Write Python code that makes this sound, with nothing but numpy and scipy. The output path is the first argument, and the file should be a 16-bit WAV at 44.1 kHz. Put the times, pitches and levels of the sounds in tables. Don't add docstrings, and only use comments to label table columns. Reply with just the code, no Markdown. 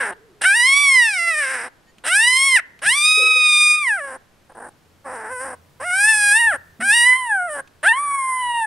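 import sys
import numpy as np
from scipy import signal
from scipy.fft import rfft, irfft, next_fast_len
from scipy.io import wavfile
from scipy.ndimage import uniform_filter1d, map_coordinates

SR = 44100
rng = np.random.default_rng(int(sys.argv[2]) if len(sys.argv) > 2 else 0)


def wav_out(sig):
    wavfile.write(sys.argv[1], SR, np.round(np.clip(np.atleast_2d(sig).T, -1, 1) * 32767).astype(np.int16))


N = 381906


def amp(db):
    return 10 ** (np.asarray(db) / 20)


def unit(x):
    return x / np.sqrt(np.mean(x ** 2) + 1e-20)


def ramp(x):
    return np.clip(x, 0, 1)


def bell(x, centre, width):
    return np.exp(-((x - centre) / width) ** 2)


def along(points, hz):
    f, v = np.transpose(points)
    return np.interp(np.log(hz + 1), np.log(f + 1), v)


def curves(rows, t):
    s, *cols = np.transpose(rows)
    return [np.interp(t, s, c) for c in cols]


def wobble(t, rate):
    knots = rng.standard_normal(int((t[-1] - t[0]) * rate) + 4)
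    return map_coordinates(knots, [(t - t[0]) * rate])


def filtered(x, response):
    size = next_fast_len(x.shape[-1] + 8192)
    spectrum = rfft(x, size) * response(np.fft.rfftfreq(size, 1 / SR))
    return irfft(spectrum, size)[..., :x.shape[-1]]


def noise(spectrum, channels=2):
    white = rng.standard_normal((channels, N))
    return unit(filtered(white, lambda hz: amp(along(spectrum, hz))))


# pitch_hz, relative_level_db
AIR_COLOUR = [(20, -11.5), (45, -17.5), (90, -12), (200, -15), (500, -18), (2000, -26), (5000, -33),
              (13000, -40.5), (15500, -61)]
# time_s, level_db
DRONE_SWELL = [(0, -73.5), (3.8, -79.5), (4.6, -65.5), (6.5, -53.5), (7.3, -65.5), (8.66, -62)]


def background(air_db=-57.5, side_db=-6):
    mid, side = noise(AIR_COLOUR)
    swell_db, = curves(DRONE_SWELL, np.arange(N) / SR)
    drone_colour = [(50, -33), (75, -29), (86, 0.5), (100, -18.0), (150, -11), (300, -41.5)]
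    drone = amp(swell_db) * noise(drone_colour, channels=1)[0]
    air = mid + amp(side_db) * np.array([side, -side])
    return amp(air_db) * air + drone


# pitch_hz, t60_s
ROOM_DECAY = [(200, .4), (1800, .52), (5000, .3), (12000, .2)]


def room(x):
    hz, t, z = signal.stft(rng.standard_normal((2, SR // 2)), SR, nperseg=256)
    decay_db = -60 * t / along(ROOM_DECAY, hz)[:, None]
    tail = signal.istft(z * amp(decay_db), SR, nperseg=256)[1]
    return signal.fftconvolve(x[None], tail / np.linalg.norm(tail[0]), axes=1)[:, :N]


def basket(x, near_db=-19, apart_db=-19):
    t = np.arange(SR // 40) / SR
    envelope = np.exp(-t / .007) * (1 - np.exp(-t / .001))
    scatter = rng.standard_normal((2, len(t))) * envelope
    shared, side = scatter / np.linalg.norm(scatter, axis=1, keepdims=True)
    side = filtered(side, lambda hz: amp(along([(400, -41.5), (1500, 5.0), (9000, 9.5)], hz)))
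    paths = amp(near_db) * shared + amp(apart_db) * np.array([side, -side])
    return signal.fftconvolve(x[None], paths, axes=1)[:, :N]


# pitch_hz, level_db
SQUEAK_TONES = [(1850, -54.5), (3050, -66), (4600, -66), (6880, -65.5)]


def squeak(at_s=1.895, width_s=0.02, waver=.006):
    t = np.arange(N) / SR
    clock = np.cumsum(1 + waver * wobble(t, rate=150)) / SR
    tones = sum(amp(db) * np.sin(2 * np.pi * hz * clock) for hz, db in SQUEAK_TONES)
    return bell(t, at_s, width_s) * tones


# start_s, pitch_hz, level_db, t60_s
BELLY_GURGLES = [(2.849, 127.4, -44.5, 0.55), (2.86, 211, -42, 0.27), (3.174, 437, -27.5, 0.15),
                 (3.193, 535, -29, 0.3), (3.212, 487, -26.5, .2), (3.23, 404.5, -33.5, 0.28),
                 (3.279, 467, -38, 0.38), (3.355, 508, -32.5, 0.22), (6.795, 220.3, -30, 0.21),
                 (6.822, 239, -32, 0.25), (6.882, 227, -42, .15)]
# time_s, pitch_hz, level_db
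BELLY_WHINE = [(0, 440, -50), (.3, 417, -53), (.6, 368, -61.5), (.78, 335, -57), (1, 320, -72),
               (1.1, 322, -110)]


def belly(attack_s=0.0014, waver=0.081):
    gurgles = np.zeros(N + SR)
    t = np.arange(SR // 3) / SR
    for start_s, hz, db, t60 in BELLY_GURGLES:
        envelope = amp(db - 60 * t / t60) * (1 - np.exp(-t / attack_s))
        gurgles[round(start_s * SR):][:len(t)] += envelope * np.sin(2 * np.pi * hz * t)
    t = np.arange(N) / SR
    hz, db = curves(BELLY_WHINE, t)
    cycles = np.cumsum(hz * (1 + waver * wobble(t, rate=60))) / SR
    return gurgles[:N] + amp(db) * np.sin(2 * np.pi * cycles)


# start_s, relative_level_db
LIP_CLICKS = [(1.983, -39), (2.791, -37.5), (4.809, -63), (7.675, -41.5)]
# pitch_hz, relative_level_db
CLICK_COLOUR = [(150, -5), (500, -15), (1500, -7), (2700, -2), (5000, -12.5), (9000, -15.5), (14000, -33)]


def lips(t60_s=0.032, trim_db=-6):
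    t = np.arange(N) / SR
    bursts = sum(amp(db - 60 * np.abs(t - s) / t60_s) * (t >= s) for s, db in LIP_CLICKS)
    return amp(trim_db) * bursts * noise(CLICK_COLOUR, channels=1)[0]


CLEAR_RASP = 0.0079


def slackness(t, start_s, start_rasp, end_s, end_rasp):
    catching = start_rasp * ramp(1 - ((t - t[0]) / start_s) ** 4)
    fraying = end_rasp * ramp(1 - (t[-1] - t) / end_s) ** 1.17
    return ramp(CLEAR_RASP + catching + fraying)


JAW_AT_START, JAW_OPENS_S, JAW_CLOSES_S = 0.36, 0.25, 0.27


def jaw_opening(t, held, closes_at, final):
    opened = JAW_AT_START + (held - JAW_AT_START) * ramp((t - t[0]) / JAW_OPENS_S)
    return ramp(opened + (final - opened) * ramp((t - closes_at) / JAW_CLOSES_S))


# pitch_hz, width_hz
PULSE_RINGS = [(900, 230), (1700, 240), (2800, 360), (5300, 180), (8600, 600), (9700, 780)]


def ringing(hz):
    poles = [centre ** 2 - hz ** 2 + 1j * hz * width for centre, width in PULSE_RINGS]
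    return np.prod([np.conj(p) / p for p in poles], axis=0)


DOUBLING = 0.32
BREATHY = 0.28


def folds(t, pitch, slack, tremor=0.0043, jitter=0.15, scatter_db=3, limp=0.15, hiss_db=-37):
    hz = pitch * (1 + tremor * wobble(t, rate=170))
    cycles = np.cumsum(hz) / SR
    beat = np.arange(1, int(cycles[-1]))
    when = np.interp(beat, cycles, t)
    rasp = np.interp(when, t, slack)
    doubling = ramp(DOUBLING * np.tanh(2.06 * rasp))
    chance = rng.standard_normal((2, len(beat)))
    odd = doubling * (-1) ** beat
    when = when + (limp * odd + jitter * rasp * chance[0]) / np.interp(when, t, hz)
    size = (1 + odd) * amp(scatter_db * rasp * chance[1])
    place = (when[:, None] - t[0]) * SR
    taps = np.floor(place) + np.arange(-7, 9)
    shape = np.sinc(taps - place) * np.cos(np.pi * (taps - place) / 16) ** 2
    index = np.clip(taps, 0, len(t) - 1).astype(int)
    pulses = np.bincount(index.ravel(), (size[:, None] * shape).ravel(), len(t))
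    hiss = unit(rng.standard_normal(len(t)) * (1 + np.cos(2 * np.pi * cycles)))
    hiss_colour = [(500, -3), (2000, -2), (5000, 20.5), (10000, 17.0)]
    hiss = filtered(hiss, lambda f: amp(along(hiss_colour, f)))
    source = unit(pulses) + (amp(hiss_db) + BREATHY * np.tanh(3 * slack)) * hiss
    source = source * amp(8 * slack ** 2 * wobble(t, rate=120))
    return filtered(source, lambda f: ringing(f) * f ** 4 / (f ** 4 + 170 ** 4))


LOW_OCTAVE_DB, LOW_JAW_DB, LOW_LEAD_DB = 7, 5, 8
LOW_DIP_HZ, LOW_DIP_WIDTH_HZ, LOW_DIP_DB = 790, 126, 10
LOW_FADE_S, LOW_FADE_DB = 0.031, 3


def fundamental(t, cry_db, main_db, hz, jaw):
    db = cry_db + LOW_OCTAVE_DB * np.log2(hz / 800) - LOW_JAW_DB * jaw
    db = db - LOW_DIP_DB * np.sqrt(jaw) * bell(hz, LOW_DIP_HZ, LOW_DIP_WIDTH_HZ)
    db = db - LOW_FADE_DB * ramp(1 - (t[-1] - t) / LOW_FADE_S)
    return np.minimum(db, main_db + LOW_LEAD_DB)


# pitch_hz, relative_level_db
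OPEN_TRACT = [(270, -22.5), (600, -18), (1100, -13), (1350, -6), (1650, -3.5), (2100, 6.5), (2550, 2),
              (2850, -2.5), (3300, -18.5), (3800, -4), (4300, -17.5)]
SHUT_TRACT = [(270, 1), (500, -1.5), (900, 6.5), (1250, -6.5), (1650, -1), (2000, -18), (2400, -32),
              (3000, -27.5), (3600, -43), (4300, -50)]
# pitch_hz, relative_level_db
MOUTH_CAVITIES = [(4450, -17.5), (5100, -6), (6100, -16), (6900, -27.5), (7900, -15), (8600, -8),
                  (9500, -17), (10700, -21), (11600, -36), (12800, -31.5), (13800, -52.5), (15500, -67.5)]
NOSE_CAVITIES = [(4600, -37), (5400, -32.5), (6100, -36.5), (6900, -37), (7900, -20), (8600, -12),
                 (9500, -8), (10600, -22), (11400, -37), (12300, -35.5), (13800, -51.5), (15500, -64)]
ZONE_EDGES = [0, 1320, 2650, 4300, 22050]


def tract(source, t, opening, levels):
    hz, s, z = signal.stft(source, SR, nperseg=512, noverlap=448)
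    jaw = np.interp(t[0] + s, t, opening)
    open_db = np.outer(along(OPEN_TRACT + MOUTH_CAVITIES, hz), jaw)
    shut_db = np.outer(along(SHUT_TRACT + NOSE_CAVITIES, hz), 1 - jaw)
    z = z * amp(open_db + shut_db)
    under = [1 / (1 + (hz / (edge + 1e-3)) ** 40) for edge in ZONE_EDGES]
    gain = 0
    for zone, level in zip(np.diff(under, axis=0), levels):
        db = np.interp(t[0] + s, t, level)
        power = uniform_filter1d(zone @ np.abs(z) ** 2, size=9) * 4 / 3
        gain = gain + np.outer(zone, amp(db) / np.sqrt(np.abs(power) + 1e-14))
    return signal.istft(z * gain, SR, nperseg=512, noverlap=448)[1][:len(t)]


# time_s, pitch_hz
CRY_PITCH = [
    [(0, 582), (.03, 484.5), (.06, 420), (.095, 408.2), (.14, 315.5)],
    [(0.41, 522), (0.462, 750.6), (0.524, 810.4), (0.566, 948.6), (0.62, 967.7), (0.69, 1084), (0.82, 1159),
     (0.936, 1058), (1.08, 875), (1.194, 685), (1.29, 679), (1.36, 603.5), (1.39, 607), (1.464, 521.3),
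     (1.532, 532), (1.624, 452.0), (1.654, 519), (1.69, 484)],
    [(2.036, 479.4), (2.046, 515.5), (2.058, 560), (2.086, 637), (2.11, 700), (2.17, 838), (2.23, 926),
     (2.28, 993), (2.464, 1105), (2.554, 1015), (2.562, 957), (2.58, 789), (2.605, 594)],
    [(2.815, 492), (2.851, 721.9), (2.871, 827), (2.917, 997), (2.961, 1155), (3.079, 1249), (3.269, 1272),
     (3.561, 1216), (3.781, 1231), (3.829, 1179), (3.909, 855), (3.961, 776), (3.981, 698), (4.011, 575.4),
     (4.129, 511.6), (4.151, 548), (4.175, 499.3)],
    [(4.488, 543), (4.532, 505)],
    [(4.546, 501), (4.58, 468.6), (4.7, 516)],
    [(5.04, 601.5), (5.09, 500.6), (5.137, 528.3), (5.18, 444.5), (5.28, 434.3), (5.312, 520.7),
     (5.377, 494), (5.45, 543.5), (5.555, 484)],
    [(5.795, 501), (5.819, 543.4), (5.855, 701), (5.859, 715), (5.909, 715), (5.999, 803), (6.093, 887.3),
     (6.151, 850), (6.251, 817), (6.317, 820), (6.399, 946.6), (6.465, 907), (6.505, 810), (6.515, 734),
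     (6.535, 599.4), (6.57, 513)],
    [(6.8, 616), (6.814, 694.4), (6.856, 794.6), (6.898, 815), (6.95, 946), (7.028, 956), (7.084, 1001),
     (7.144, 1010), (7.176, 1050), (7.252, 978.4), (7.33, 819.5), (7.402, 724), (7.466, 706), (7.498, 618),
     (7.598, 540.6), (7.615, 535)],
    [(7.828, 559.4), (7.888, 890.4), (7.924, 921), (7.938, 1002), (7.998, 1148), (8.038, 1166),
     (8.252, 1052), (8.416, 1006), (8.424, 989), (8.592, 925.5), (8.648, 865), (8.66, 855)],
]
# (at 800 Hz, jaw shut, before notch, fade and ceiling)
CRY_SHAPES = [ (0.079, .3, 0.13, .7, 0.2, 0.089, 0.3, -23.5), (0.046, .8, .32, 0.6, 0.87, 1.19, 0.48, -28),
              (.06, 0.6, .03, 0.6, 0.76, 2.5, 0.2, -28.5), (.055, 0.3, 0.15, .55, 0.94, 3.715, 0.21, -30),
              (0.049, .7, .04, 0.8, .1, 4.1, 0, -38), (0.22, .9, 0.15, 1, .1, 4.2, 0, -33.5),
              (0.3, .45, .17, 0.9, .2, 5.3, 0.25, -27.5), (.05, 0.3, .04, 1, 0.58, 6.29, 0.01, -25.5),
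              (.03, 0.6, 0.096, .45, 0.72, 6.974, 0, -27.5), (.05, .2, .02, .02, 0.2, 7.75, 0, -22.5), ]
# time_s, main_resonance_db, upper_resonance_db, treble_db
CRY_LOUDNESS = [
    [(0.0, -18, -37, -33.5), (0.108, -30.5, -53, -39.5), (0.116, -38, -59, -56), (0.14, -39, -45, -50)],
    [(0.409, -21, -46, -41.5), (0.419, -28.5, -30.5, -25.5), (0.455, -12.5, -25, -23.5),
     (0.523, -11, -34, -26), (0.555, -15.5, -24, -23.5), (0.839, -14, -23.5, -24), (0.917, -13.5, -30, -23),
     (1.015, -10.5, -25, -26), (1.071, -17.5, -22, -27.5), (1.117, -23, -38, -31), (1.307, -19.5, -34, -33),
     (1.375, -21, -42, -31), (1.425, -20.5, -37, -30), (1.645, -30, -50, -38), (1.69, -40, -54, -49)],
    [(2.036, -34, -39, -44), (2.066, -26.5, -33, -25.5), (2.132, -16, -23, -25), (2.168, -12.5, -33, -18),
     (2.222, -15.5, -19, -23.5), (2.456, -18.5, -26.5, -21), (2.564, -11.5, -23, -23),
     (2.584, -20, -40, -31), (2.605, -18, -41, -43)],
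    [(2.815, -34, -43, -38.5), (2.879, -13.5, -25.5, -21), (2.905, -16.5, -16.5, -20),
     (2.951, -22, -27.5, -25), (3.071, -18, -16, -20), (3.311, -15.5, -21, -29.5), (3.583, -17, -17.5, -23),
     (3.719, -12.5, -26, -22.5), (3.795, -23.5, -32.5, -36.5), (3.845, -20, -43, -34),
     (3.893, -17, -35, -34), (3.931, -17.5, -52, -37), (4.003, -29.5, -54, -44), (4.147, -38, -61, -43.5),
     (4.175, -45, -72, -53)],
    [(4.488, -77.5, -87, -66), (4.502, -51.5, -79, -62.5), (4.532, -53.5, -82, -59)],
    [(4.546, -51.5, -74, -55), (4.642, -39.5, -76, -50), (4.682, -44, -72.5, -49.5), (4.7, -61, -83, -52.5)],
    [(5.04, -60, -76.5, -65), (5.058, -41.5, -71, -50.5), (5.156, -37.5, -60, -44),
     (5.248, -35, -65, -48.5), (5.414, -33, -58, -35.5), (5.53, -37, -61, -43), (5.555, -49, -77, -52)],
    [(5.795, -56, -68, -65), (5.803, -38.5, -56, -43.5), (5.893, -22, -41, -34.5), (6.047, -14.5, -36, -20),
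     (6.095, -13.5, -21, -21), (6.171, -19.5, -32.5, -22), (6.339, -13, -31, -20.5),
     (6.371, -15.5, -19.5, -22.5), (6.483, -14, -35.5, -33.5), (6.561, -25.5, -52, -37),
     (6.57, -42, -61, -51)],
    [(6.8, -30.5, -46, -36.5), (6.81, -26.5, -42, -34.5), (6.902, -10.5, -35, -21),
     (6.928, -16, -18.5, -22), (7.01, -14.5, -20.5, -21), (7.13, -12.5, -31.5, -30.5),
     (7.186, -29.5, -35.5, -36), (7.288, -28, -41, -38), (7.326, -15.5, -54, -38.5), (7.464, -27, -62, -46),
     (7.522, -34.5, -49, -34), (7.604, -28.5, -56, -39), (7.615, -37, -70, -48)],
    [(7.828, -26, -36.5, -32), (7.872, -9, -32, -27.5), (7.896, -15.5, -15.5, -30.5), (7.92, -10, -35, -35),
     (7.938, -29.5, -29, -40), (8.0, -30, -53.5, -33.5), (8.334, -30, -56, -34), (8.412, -31, -36, -36),
     (8.546, -28, -30, -39.5), (8.626, -28.5, -34.5, -37), (8.66, -19, -53, -37.5)],
]
ATTACK_S, RELEASE_S = 0.0097, 0.011


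def puppy(shimmer_db=0.91):
    out = np.zeros(N + SR)
    for cry, pitch, loudness in zip(CRY_SHAPES, CRY_PITCH, CRY_LOUDNESS):
        start_s, start_rasp, end_s, end_rasp, held, closes_at, final, low_db = cry
        at = np.arange(max(0, round(loudness[0][0] * SR)), round(loudness[-1][0] * SR))
        t = at / SR
        hz, = curves(pitch, t)
        jaw = jaw_opening(t, held, closes_at, final)
        source = folds(t, hz, slackness(t, start_s, start_rasp, end_s, end_rasp))
        main_db, upper_db, treble_db = curves(loudness, t)
        levels = fundamental(t, low_db, main_db, hz, jaw), main_db, upper_db, treble_db
        voiced = ramp((t - t[0]) / ATTACK_S) * ramp((t[-1] - t) / RELEASE_S)
        shimmer = amp(shimmer_db * wobble(t, rate=78))
        out[at] += voiced * shimmer * tract(source, t, jaw, levels)
    return out[:N]


def scene():
    near = puppy() + squeak() + lips() + belly()
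    answer_colour = [(500, -23), (1800, -23.5), (5000, -32), (10000, -35)]
    answer = filtered(room(near), lambda hz: amp(along(answer_colour, hz)))
    lean = amp([[-.4], [.4]])
    return near * lean + basket(near) + answer + background()


def record(dry, top_hz=15720):
    return filtered(dry, lambda hz: hz < top_hz)


dry = scene()
out = record(dry)
wav_out(out)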